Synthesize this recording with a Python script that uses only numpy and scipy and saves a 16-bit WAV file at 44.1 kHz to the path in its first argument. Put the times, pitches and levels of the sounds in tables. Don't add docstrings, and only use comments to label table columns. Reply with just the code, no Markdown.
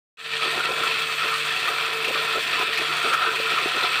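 import sys
import numpy as np
from scipy import signal
from scipy.fft import rfft, irfft, next_fast_len
from scipy.io import wavfile
from scipy.ndimage import uniform_filter1d, map_coordinates

SR = 44100
rng = np.random.default_rng(int(sys.argv[2]) if len(sys.argv) > 2 else 0)


def to_wav(s):
    ch = np.atleast_2d(s).T
    pcm = np.round(np.clip(ch, -1, 1) * 32767)
    wavfile.write(sys.argv[1], SR, pcm.astype(np.int16))


N = 176400
T = np.arange(N) / SR


def amp(db):
    return 10 ** (np.asarray(db) / 20)


def unit(x):
    return x / np.sqrt(np.mean(x ** 2) + 1e-20)


def along(points, hz):
    f, v = np.transpose(points)
    return np.interp(np.log(hz + 1), np.log(f + 1), v)


def curves(rows):
    s, *cols = np.transpose(rows)
    return [np.interp(T, s, c) for c in cols]


def wobble(rate):
    knots = rng.standard_normal(int(N * rate / SR) + 4)
    return map_coordinates(knots, [T * rate])


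def filtered(x, response):
    m = next_fast_len(N + SR // 2)
    return irfft(rfft(x, m) * response(np.fft.rfftfreq(m, 1 / SR)), m)[..., :N]


def coloured(x, gain_db):
    cep = irfft(np.log(amp(gain_db(np.fft.rfftfreq(8192, 1 / SR)))))
    cep[1:4096] *= 2
    cep[4097:] = 0
    impulse = irfft(np.exp(rfft(cep)))
    return unit(signal.fftconvolve(x, impulse)[:N])


def resonance(hz, width_hz):
    return lambda f: 1j * f * width_hz / (hz * hz - f * f + 1j * f * width_hz)


def motor():
    # t/s, level/dB
    blade_points = [(.45, -41), (.6, -41), (.66, -48), (.73, -38), (1.13, -44), (1.34, -39), (1.5, -42),
                    (1.92, -43), (1.96, -35), (2.1, -35), (2.27, -41), (2.37, -37), (2.45, -46),
                    (2.62, -46), (2.75, -36), (2.88, -44), (3.0, -48), (3.08, -37), (3.16, -47), (3.3, -40),
                    (3.43, -35), (3.5, -44), (4.0, -46)]
    # multiple of the shaft speed, mean level/dB
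    shaft_orders = [(1, -52), (7, -51), (9, -42), (11, -51), (12, -47), (14, -49), (15, -44), (16, -48),
                    (17, -43), (19, -50)]
    blades = 3
    start_hz, sag_hz_per_s = 449.5, .6
    waver_db, shaft_waver_hz = 1.5, .2
    blade_db, = curves(blade_points)
    blade_hz = start_hz - sag_hz_per_s * T
    shaft_hz = blade_hz / blades + shaft_waver_hz * wobble(25.1)
    turn = 2 * np.pi * np.cumsum(shaft_hz) / SR
    out = amp(blade_db + 2.9 * wobble(35.03)) * np.sin(blades * turn)
    for order, db in shaft_orders:
        level = amp(db + waver_db * wobble(7.6))
        out += level * np.sin(round(order) * turn + 2 * np.pi * rng.random())
    return np.sqrt(2) * out


def froth(pop_share, patchy_db, flicker_db):
    pops_per_s, pop_spread_db, pop_most = 1500, 4.5, 2.7
    z = signal.stft(rng.standard_normal(N + 512), nperseg=512)[2]
    patches = uniform_filter1d(rng.standard_normal(z.shape), 3, 0)
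    patches = uniform_filter1d(patches, 8, 1)
    noise = unit(signal.istft(z * amp(patchy_db * unit(patches)), nperseg=512)[1][:N])
    struck = rng.random(N) < pops_per_s / SR
    size_db = pop_spread_db * np.minimum(rng.exponential(size=N), pop_most)
    pops = struck * amp(size_db) * rng.choice([-1, 1], N)
    mix = np.sqrt(1 - pop_share) * noise + np.sqrt(pop_share) * unit(pops)
    return unit(mix * amp(flicker_db))


def churn(drive):
    # f/Hz, relative level/dB
    rattle_shape = [(30, -57), (100, -25), (300, -27), (600, -20), (860, -21), (1100, -15.5), (2100, -12.5),
                    (3000, -11.5), (4600, -15), (5100, -26), (5900, -33.5), (7000, -69.5)]
    # f/Hz, width/Hz (at half the dB lift), lift/dB
    casing_modes = [(1830, 137, 9), (2360, 120, 7), (2596, 150, 11), (3330, 280, 3.5), (3523, 600, 3),
                    (4180, 270, 1.5), (5330, 170, 7), (5730, 250, 9.5)]

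    def body(f):
        lifts = sum(db / (1 + (2 * (f - hz) / width) ** 2) for hz, width, db in casing_modes)
        return along(rattle_shape, f) + lifts

    return coloured(drive, body)


def casing_ring(surge_db):
    ring_hz = 1319
    shake = froth(0.17, patchy_db=2.5, flicker_db=surge_db + 1.1 * wobble(30.026))
    narrow, wide = resonance(ring_hz, 154), resonance(ring_hz, 500)
    return unit(filtered(shake, lambda f: narrow(f) * wide(f)))


def slosh(surge_db):
    # f/Hz, relative level/dB
    slosh_shape = [(20, -38), (200, -23), (300, -19), (380, -7), (600, -14), (730, -3.5), (860, -14.5),
                   (1020, 1), (1150, -24), (1500, -30), (4000, -84.5)]
    foam = froth(0.33, patchy_db=3.5, flicker_db=surge_db + 3.0 * wobble(18))
    return coloured(foam, lambda f: along(slosh_shape, f))


def spray_and_mist(drive, surge_db):
    # f/Hz, relative level/dB
    spray_shape = [(2000, -70), (4500, -29), (5900, -7), (6200, 3.5), (6450, -4), (7000, -1), (7500, 2.5),
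                   (7900, -0.5), (8390, 6), (9000, -7), (9350, -1), (10000, -11.5), (11000, -19),
                   (14000, -53)]
    # f/Hz, relative level/dB
    mist_shape = [(5000, -52), (9000, -18), (10000, -12), (11500, -2), (12200, -10), (13000, -3),
                  (14400, -6), (14800, 0), (15200, 1), (15350, -3), (16000, -6.5)]
    fizz = .5 * drive + froth(0.37, patchy_db=3.5, flicker_db=0.18 * surge_db + 1.35 * wobble(70))
    spray = coloured(fizz, lambda f: along(spray_shape, f))
    mist = coloured(fizz, lambda f: along(mist_shape, f))
    return spray, mist


def water():
    # t/s, churn level/dB, casing ring level/dB, spray level/dB, slosh level/dB
    flow_levels = [(0.4, -23.5, -32.5, -41.5, -45), (0.43, -23.5, -30, -42.5, -36.5),
                   (0.72, -25.5, -30.5, -43.5, -35.5), (1.18, -26, -33.5, -42.5, -46),
                   (1.2, -25, -27.5, -44, -38), (1.35, -24.5, -27, -41.5, -38.5),
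                   (1.37, -26, -32, -40, -51), (1.58, -24.5, -34.5, -42, -36.5),
                   (1.82, -25, -29, -44.5, -38), (1.99, -27, -34, -45.5, -40),
                   (2.38, -24, -28.5, -42.5, -35.5), (2.42, -26, -37.5, -42, -42),
                   (2.63, -23.5, -27.5, -44.5, -28.5), (2.67, -27, -32, -45.5, -38),
                   (2.76, -24.5, -33.5, -43.5, -42), (3.13, -24.5, -24, -42, -31.5),
                   (3.19, -24, -29, -45, -35), (3.24, -25, -22, -43.5, -31), (3.43, -27, -36.5, -43.5, -37),
                   (3.48, -24, -27.5, -43.5, -34), (3.9, -23.5, -29, -43, -39.5),
                   (4.0, -24, -29.5, -43, -35)]
    # t/s, level/dB
    mist_levels = [(.4, -49), (1.2, -47), (2.4, -47), (2.7, -48), (4.0, -48)]
    churn_db, ring_db, spray_db, slosh_db = curves(flow_levels)
    mist_db, = curves(mist_levels)
    surge_db = 0.64 * wobble(25.07) + 0.87 * wobble(60)
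    drive = froth(0.42, patchy_db=1.83, flicker_db=surge_db + 0.82 * wobble(160))
    out = amp(churn_db) * churn(drive)
    out += amp(ring_db) * casing_ring(surge_db)
    out += amp(slosh_db) * slosh(surge_db)
    spray, mist = spray_and_mist(drive, surge_db)
    return out + amp(spray_db) * spray + amp(mist_db) * mist


def bubbles(start_s, hz, level_db, cycles):
    rise = 0.19
    t = np.arange(2000) / SR
    u = t * hz[:, None] / cycles
    envelope = np.exp(-u * 3) * (1 - np.exp(-u * 15))
    tone = np.sin(2 * np.pi * cycles * (u + rise * u * u / 2))
    wave = amp(level_db)[:, None] * envelope * tone
    at = np.round(start_s * SR).astype(int)[:, None] + np.arange(len(t))
    return np.bincount(at.ravel(), wave.ravel(), N + SR)[:N]


def gurgle(count=18):
    # t/s, level/dB (relative, trimmed below), length/s
    gulp_rows = [(0.439, -18, 0.04), (0.563, -14.5, 0.04), (0.687, -14.5, 0.035), (0.727, -23.5, 0.042),
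                 (0.769, -18, 0.048), (1.232, -19.5, 0.04), (1.682, -35, 0.04), (2.077, -14.5, 0.034),
                 (2.149, -16.5, 0.049), (2.351, -14, 0.039), (2.596, -17, 0.037), (2.673, -20, 0.031),
                 (2.788, -15.5, 0.034), (3.036, -14, 0.04), (3.077, -21, 0.054), (3.258, -23, 0.034),
                 (3.503, -20, 0.042), (3.632, -27, 0.04), (3.746, -15.5, 0.04)]
    low_hz, high_hz = 320, 800
    trim_db, tilt_db = -12, -0.5
    s, db, length = np.repeat(np.transpose(gulp_rows), count, axis=1)
    height, luck, delay = rng.random((len(s), 3)).T
    pitch = low_hz * (high_hz / low_hz) ** height
    level_db = db + trim_db + tilt_db * height + 8 * (luck - .5)
    gulps = bubbles(s + length * delay, pitch, level_db, 5.5)

    per_s, middle_hz, spread, least_db = 300, 558, 0.328, -48
    place, luck = rng.random((round(per_s * N / SR), 2)).T
    pitch = middle_hz * np.exp(spread * rng.standard_normal(len(place)))
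    small = bubbles(place * N / SR, pitch, least_db - 4 * np.log(1 - luck), 5.3)
    return gulps + small


def spatter():
    # t/s, level/dB (relative, ahead of the trim and resonance)
    drop_rows = [(0.3133, -19), (0.568, -13), (0.6455, -15.5), (0.7194, -12), (0.9992, -20), (1.2118, -19),
                 (1.3405, -14), (1.383, -13), (1.6105, -13), (1.632, -12), (2.1476, -17), (2.1731, -20),
                 (2.2499, -16), (2.2723, -22), (2.406, -16), (2.4764, -12), (2.5113, -14), (2.636, -18),
                 (2.7378, -15), (2.7597, -13), (2.7912, -12), (3.028, -13), (3.6612, -18), (3.7151, -19),
                 (3.811, -17), (3.969, -18)]
    trim_db, decay_s = -0.5, 0.0024
    out, t = np.zeros(N + SR), np.arange(SR // 50) / SR
    for s, db in drop_rows:
        crack = rng.standard_normal(len(t)) * np.exp(-t / decay_s)
        out[round(s * SR):][:len(t)] += amp(db + trim_db) * crack
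    bright = resonance(3560, 2000)
    return filtered(out[:N], lambda f: bright(f) ** 2)


def splashes():
    # t/s, peak level/dB (relative, trimmed below), f/Hz of the mode
    slug_rows = [(0.5137, -18, 2600), (0.5942, -10, 1400), (0.8356, -7.5, 1290), (1.1614, -21, 2680),
                 (1.2161, -12, 2510), (1.2676, -22, 2540), (1.2851, -9.5, 2550), (1.317, -10, 1330),
                 (1.4486, -16, 1370), (1.6517, -12, 1830), (1.6758, -6.5, 1260), (1.855, -9, 2600),
                 (2.0449, -6, 2640), (2.0803, -7, 2610), (2.1556, -7.5, 1260), (2.2475, -11, 2400),
                 (2.2942, -12, 1350), (2.541, -16, 1810), (2.5918, -6, 2550), (2.6694, -14, 2510),
                 (2.7733, -6.5, 2540), (2.8211, -10, 1340), (2.9353, -13, 1280), (3.0446, -14, 1310),
                 (3.1354, -2.5, 1340), (3.1658, -36, 1270), (3.3589, -7, 2580), (3.4291, -9, 2620),
                 (3.5285, -8, 2620), (3.5838, -10, 2400)]
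    trim_db, width_hz, decay_s = -8, 111, 0.014
    out, t = np.zeros(N + SR), np.arange(SR // 10) / SR
    f = np.fft.rfftfreq(len(t), 1 / SR)
    for s, db, hz in slug_rows:
        burst = rng.standard_normal(len(t)) * np.exp(-t / decay_s)
        rung = irfft(rfft(burst) * resonance(hz, width_hz)(f), len(t))
        out[round(s * SR):][:len(t)] += amp(db + trim_db) * rung / np.abs(rung).max()
    return out[:N]


def scene():
    return (motor() + water() + gurgle() + spatter() + splashes())[None]


def record(dry):
    # t/s, level/dB
    fade_points = [(.1715, -30), (.19, -18), (.24, -13), (.25, -8.5), (.3, -9.5), (.315, -5), (.45, -1)]
    dip_share, bass_cut_hz = 0.51, 74
    top_hz, top_slope_hz = 15470, 130
    gain = (T >= fade_points[0][0]) * amp(curves(fade_points)[0])

    def colour(hz):
        dip = 1 - dip_share * resonance(838, 70)(hz)
        bass_cut = 1j * hz / (bass_cut_hz + 1j * hz)
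        return dip * bass_cut

    def top(hz):
        return amp(-60 * np.clip((hz - top_hz) / top_slope_hz, 0, 3))

    return filtered(filtered(dry, colour) * gain, top)


dry = scene()
out = record(dry)
to_wav(out)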